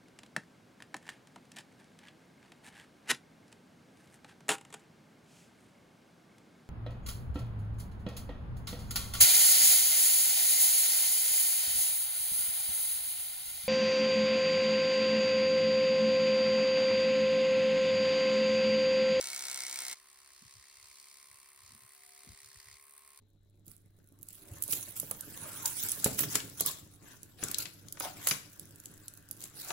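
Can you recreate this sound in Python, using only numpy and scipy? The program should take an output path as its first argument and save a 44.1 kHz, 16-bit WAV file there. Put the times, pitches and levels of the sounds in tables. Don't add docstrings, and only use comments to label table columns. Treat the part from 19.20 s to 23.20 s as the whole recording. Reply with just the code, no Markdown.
import sys
import numpy as np
from scipy import signal
from scipy.fft import rfft, irfft
from scipy.io import wavfile

SR = 44100
rng = np.random.default_rng(int(sys.argv[2]) if len(sys.argv) > 2 else 0)


def persist_wave(psi):
    counts = np.round(np.clip(psi, -1, 1) * 32767).astype(np.int16)
    wavfile.write(sys.argv[1], SR, np.atleast_2d(counts).T)


N = 176400

# t/s, rate/(strokes per s)
NEAR_SPEED = [(0, 66.23), (0.15, 66.2), (0.4, 65.64), (0.66, 64.49), (0.745, 64.28)]
# f/Hz, gain/dB
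NEAR_MID_EQ = [(180, -24.5), (300, -12), (366, -24), (397, -17.5), (720, -9), (953, -6.5), (1160, -14),
               (1330, -4.5), (1700, -7), (2170, -5), (2610, -10), (4140, -3.5), (7250, -8), (8840, -1.5),
               (11700, -16), (14300, -10), (15500, -10.5)]
NEAR_SIDE_EQ = [(180, -64), (300, -34), (509, -21), (600, -28), (720, -13.5), (1460, -19.5), (1780, -13),
                (1970, -15), (2480, -5.5), (3130, -10), (7140, -6), (9290, -13.5), (11700, -10.5),
                (14000, -20), (15500, -23)]
# t/s, f/Hz, level/dB
NEAR_COMB = [(0, 2267, -70), (.17, 2220, -51.5), (.25, 2200, -60), (.46, 2154, -49.5), (.56, 2260, -52.5),
             (.62, 2140, -57), (.72, 2094, -52.5)]
def near_shears():
    travel = 0.295 + np.cumsum(curve(NEAR_SPEED)) / SR
    hits = strokes(travel, uneven_db=3.2, scatter_db=.9)
    steel = blades(hits, stretch=.95, tail_s=0.004, tail_db=-17, vary_db=.8)
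    return (place(steel, NEAR_MID_EQ, NEAR_SIDE_EQ, mid_db=-43.5, side_db=-44, direct=0.83)
            + undb(-3) * housing(hits, column=2, chatter=0.95, flutter_db=1.5, side_db=-11.5)
            + comb(hits, NEAR_COMB, width_hz=200, side_db=-17)
            + gears(travel) + motor(travel, first_db=-75, octave_db=-69))


# t/s, rate/(strokes per s)
FAR_SPEED = [(0.745, 69.85), (1, 68.4), (1.2, 68.18), (1.65, 69.82), (1.85, 70.2), (2.1, 69.44),
             (2.35, 68.37), (2.6, 70.13), (2.85, 70.01), (3.1, 70.95), (3.4, 70.8), (3.7, 71.84),
             (4, 71.25)]
# f/Hz, gain/dB
FAR_MID_EQ = [(320, -45), (500, -11), (620, -8.5), (825, -7), (1060, -3.5), (1460, -7.5), (2040, -2.5),
              (2550, -4), (2860, -9.5), (3630, -10.5), (4470, -3.5), (7190, -12.5), (8270, -3), (9510, 0),
              (10200, -2.5), (11600, -19), (13700, -5), (15500, -8.5)]
FAR_SIDE_EQ = [(320, -39), (550, -6), (707, -1.5), (769, -26), (1050, -39), (1220, -6.5), (2070, 0),
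               (2520, 1), (3430, -4), (6700, 4.5), (8150, 5), (9240, -1), (11200, 5), (14100, -14),
               (15500, 11)]
# t/s, upper mids/dB, mids/dB, treble/dB
BITE = [(0.78, -63.5, -73, -74.5), (0.81, -72, -73.5, -72.5), (1.3, -63, -74, -72),
        (1.43, -65.5, -73.5, -73.5), (1.82, -63, -74, -68.5), (2.36, -72.5, -74, -69.5),
        (2.49, -63, -72, -71.5), (2.6, -73, -74.5, -68.5), (3.14, -65, -72, -68.5),
        (3.34, -64.5, -73.5, -70), (3.56, -64.5, -71.5, -70), (3.59, -73, -78, -69.5),
        (3.67, -79, -74.5, -67.5), (3.95, -73.5, -74, -70.5)]
# t/s, gain/dB
FAR_RING = [(1.9, -1), (2.65, 2), (2.82, -7), (3.05, -3), (3.5, 0)]
# t/s, f/Hz, level/dB
FAR_COMB = [(.8, 1870, -77.5), (1.35, 1900, -73), (1.74, 2250, -72), (2.4, 1930, -75), (3.03, 2180, -72),
            (3.3, 1840, -71.5), (3.48, 2029, -66.5), (3.63, 2150, -75), (3.9, 2297, -82)]
# t/s, level/dB
FAR_HUM = [(.75, -84), (1.35, -84), (1.49, -86), (1.6, -84.5), (2.55, -84), (2.75, -81.5), (3.07, -76.5),
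           (3.4, -80.5), (4, -82)]
def far_shears():
    travel = np.cumsum(curve(FAR_SPEED)) / SR
    travel = 0.262 + travel - travel[int(FAR_SPEED[0][0] * SR)]
    hits = strokes(travel, uneven_db=1.8, scatter_db=1)
    steel = blades(hits, stretch=1.3, tail_s=0.0037, tail_db=-13, vary_db=1.2)
    steel = place(steel, FAR_MID_EQ, FAR_SIDE_EQ, mid_db=-61, side_db=-61.5, direct=0.3)
    upper, mids, treble = (undb(curve(BITE, k) - np.mean(BITE, axis=0)[k]) for k in (1, 2, 3))
    steel = mids * band(steel, 456, 3960) + upper * band(steel, 2710, 7680) + treble * band(steel, 8300)
    swing = strokes(travel, uneven_db=.5, scatter_db=.6)
    body = housing(swing, column=3, chatter=.05, flutter_db=1.2, side_db=-11)
    return (steel + undb(curve(FAR_RING)) * band(body, 500)
            + comb(hits, FAR_COMB, width_hz=335, side_db=-4)
            + whine(travel) + motor(travel, first_db=curve(FAR_HUM), octave_db=-99))


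def strokes(travel, uneven_db, scatter_db, jitter_s=0.00003):
    stroke = np.arange(np.ceil(travel[0]), travel[-1])
    timing, force = rng.standard_normal((len(stroke), 2)).T
    at = np.clip(np.interp(stroke, travel, np.arange(N)) + jitter_s * SR * timing, 0, N - 2)
    size = undb(uneven_db * (stroke % 2 - .5) + scatter_db * force)
    i, fraction = at.astype(int), at % 1
    return np.bincount(i, size * (1 - fraction), N) + np.bincount(i + 1, size * fraction, N)


# t/s, boost/dB
SNAGS = [(.012, 3.5), (.042, 1), (.528, 1.5), (3.246, 5.5), (3.4, 2.5), (3.695, 4.5), (3.779, 4),
         (3.975, 6.5)]
def snag(hits):
    t = np.arange(N) / SR
    return hits * undb(sum(db * (np.abs(t - at) < .006) for at, db in SNAGS))


# low/Hz, high/Hz, delay/s, decay before stretch/s, relative level/dB
CLACK = [(925, 2300, 0.0019, 0.0016, -5.5), (3470, 8970, 0.0008, 0.0025, -1.5),
         (7180, 11740, 0.00071, 0.00094, -0.5), (10100, 13870, 0.00093, 0.0015, 1.5)]
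def blades(hits, stretch, tail_s, tail_db, vary_db, attack_s=0.0005):
    t = np.arange(-(SR // 50), SR // 50 + 1) / SR
    grain = unit(np.exp(.2 * wander(830)))
    out = undb(-5) * band(grain * rng.standard_normal((2, N)), 1, 17500, order=6)
    for low, high, delay, decay, db in CLACK:
        age = t - delay
        fall = np.hypot(np.exp(-age / (decay * stretch)), undb(tail_db) * np.exp(-age / tail_s))
        envelope = 1 / np.hypot(np.exp(-age / (attack_s * stretch)), 1 / fall)
        force = snag(hits) * undb(vary_db * wander(50))
        bursts = unit(signal.fftconvolve(force, envelope, "same"))
        out += undb(db) * band(bursts * rng.standard_normal((2, N)), low, high, order=10)
    return out


def place(pair, mid_eq, side_eq, mid_db, side_db, direct):
    side = direct * quarter_lag(pair[0]) + np.sqrt(1 - direct ** 2) * pair[1]
    return widen(undb(mid_db) * unit(eq(pair[0], mid_eq)), undb(side_db) * unit(eq(side, side_eq)))


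def comb(hits, resonance, width_hz, side_db):
    carrier = np.exp(2j * np.pi * np.cumsum(curve(resonance)) / SR)
    drive = (unit(hits) + .5) * rng.standard_normal((2, N))
    lowpass = signal.butter(2, width_hz / 2, fs=SR, output="sos")
    mid, side = unit((signal.sosfilt(lowpass, drive / carrier) * carrier).real)
    return undb(curve(resonance, 2)) * widen(mid, undb(side_db) * side)


# f/Hz, width/Hz, relative level close/dB, relative level distant/dB
HOUSING_MODES = [(135, 120, -76.5, -100), (274, 114, -78, -99), (593, 110, -82, -87),
                 (696, 160, -69.5, -88), (918, 71, -73, -86), (1067, 43, -67, -73.5),
                 (1173, 70, -84, -79.5), (1280, 93, -66.5, -81.5), (2090, 120, -66, -83.5),
                 (2660, 120, -62.5, -92.5), (4030, 250, -55, -109), (4100, 780, -69, -92),
                 (5640, 145, -54, -101), (5960, 200, -61, -85)]
def housing(hits, column, chatter, flutter_db, side_db, lag_s=0.0011):
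    drive = unit(np.roll(hits, int(lag_s * SR))) + chatter * rng.standard_normal(N)
    body = 0
    for k, mode in enumerate(HOUSING_MODES):
        gain = undb(mode[column] + flutter_db * wander(2))
        body += (-1) ** k * gain * unit(resonate(drive, mode[0], mode[1]))
    return widen(body, undb(side_db) * quarter_lag(body))


# multiple of the stroke rate, level/dB
GEAR_TONES = [(8, -78), (14, -71), (16, -74), (21, -67), (28, -66), (30, -65), (33.5, -56.5)]
def gears(travel, slack_strokes=0.0041, waver_db=1.5):
    out = 0
    for multiple, db in GEAR_TONES:
        cycles = multiple * (travel + slack_strokes * wander(8.8)) + rng.random()
        out += np.sqrt(2) * undb(db + waver_db * wander(2.7)) * np.sin(2 * np.pi * cycles)
    return out


MOTOR_TURNS_PER_STROKE = 5.6
def motor(travel, first_db, octave_db):
    phase = 2 * np.pi * MOTOR_TURNS_PER_STROKE * travel
    return np.sqrt(2) * (undb(first_db) * np.sin(phase) + undb(octave_db) * np.sin(2 * phase))


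# t/s, sixth harmonic/dB, seventh harmonic/dB
FAR_WHINE = [(1.3, -85, -89.5), (1.52, -88, -77.5), (1.9, -78.5, -91), (2.2, -81, -78), (2.6, -84, -98)]
def whine(travel, slack_strokes=0.0016):
    phase = 2 * np.pi * MOTOR_TURNS_PER_STROKE * (travel + slack_strokes * wander(14))
    tone = undb(curve(FAR_WHINE, 1)) * np.exp(6j * phase) + undb(curve(FAR_WHINE, 2)) * np.exp(7j * phase)
    return np.sqrt(2) * widen(tone.real, undb(-13) * tone.imag)


# t/s, f/Hz, level/dB
TONE = [(2.68, 718, -115), (2.76, 723.2, -80.5), (2.88, 715, -75), (3.0, 716.3, -75.5), (3.15, 702, -84),
        (3.26, 695, -115)]
def faint_tone():
    tone = np.sqrt(2) * undb(curve(TONE, 2)) * np.exp(2j * np.pi * np.cumsum(curve(TONE)) / SR)
    return widen(tone.real, undb(2.5) * tone.imag)


# f/Hz, gain/dB
AIR_EQ = [(20, -14), (60, 2), (120, -13.5), (250, -11.5), (480, -19), (1000, -31), (4000, -36),
          (15000, -48)]
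# t/s, length/s, level/dB, start pitch/Hz, end pitch/Hz
GUSTS = [(1.216, .035, -65, 177, 124), (1.243, .04, -65, 150, 127), (1.339, .1, -67, 107, 56.3),
         (1.542, .19, -77.5, 78.6, 69.6), (2.08, .1, -75, 118, 85.63), (2.366, .16, -71.5, 85.6, 85.18),
         (2.494, .12, -71.5, 186, 192), (2.48, 0.11, -70, 102, 96.5), (2.613, 0.062, -69.5, 127, 98.3),
         (3.036, 0.065, -73.5, 378, 309), (3.066, 0.0397, -61.5, 190, 147), (3.092, 0.056, -56, 97, 60.75),
         (3.22, .09, -72.5, 80, 120), (3.346, .06, -64.5, 129.8, 45.06), (3.45, 0.13, -68.5, 86.3, 66.53)]
def wind(air_db=-83, spread=0.33):
    out = undb(air_db) * unit(eq(rng.standard_normal((2, N)), AIR_EQ))
    for start, length, db, from_hz, to_hz in GUSTS:
        i, n = int(start * SR), int(length * SR)
        swell = np.sin(np.pi * np.linspace(0, 1, n) ** 0.87)
        lowpass = signal.butter(2, spread * (from_hz + to_hz) / 2, fs=SR, output="sos")
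        eddies = signal.sosfilt(lowpass, rng.standard_normal((2, 2, SR // 2)))[..., -n:]
        phase = 2 * np.pi * np.cumsum(np.geomspace(from_hz, to_hz, n)) / SR
        puff = [undb(db) * unit(swell * (a * np.cos(phase) + b * np.sin(phase))) for a, b in eddies]
        out[:, i:i + n] += np.array(puff)[:, :N - i]
    return band(widen(out[0], undb(-11) * out[1]), 36, order=4)


def undb(db):
    return 10 ** (np.asarray(db) / 20)


def unit(x):
    return x / np.sqrt(np.mean(x ** 2) + 1e-30)


def curve(rows, column=1):
    rows = np.array(rows)
    return np.interp(np.arange(N) / SR, rows[:, 0], rows[:, column])


BIN_HZ = np.maximum(np.arange(N // 2 + 1) * SR / N, 1)
def eq(x, points):
    hz, db = np.array(points).T
    return irfft(rfft(x) * undb(np.interp(np.log(BIN_HZ), np.log(hz), db)), N)


def resonate(x, hz, width_hz):
    return irfft(rfft(x) / (1 + 1j * (BIN_HZ ** 2 - hz ** 2) / (BIN_HZ * width_hz)), N)


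def band(x, low_hz, high_hz=SR, order=8):
    return irfft(rfft(x) / (1 + (low_hz / BIN_HZ) ** order) / (1 + (BIN_HZ / high_hz) ** order), N)


def wander(rate_hz):
    return unit(irfft(rfft(rng.standard_normal(N)) / (1 + (BIN_HZ / rate_hz) ** 4), N))


def quarter_lag(x):
    return irfft(-1j * rfft(x), N)


def widen(mid, side):
    return np.array([mid + side, mid - side])


def scene(cut_s=0.7407, crossfade_s=0.012):
    far = np.clip((np.arange(N) / SR - cut_s) / crossfade_s + .5, 0, 1)
    return (1 - far) * near_shears() + far * far_shears() + faint_tone() + wind()


def record(dry):
    return signal.sosfilt(signal.ellip(10, .2, 70, 15850, fs=SR, output="sos"), dry)


dry = scene()
out = record(dry)
persist_wave(out)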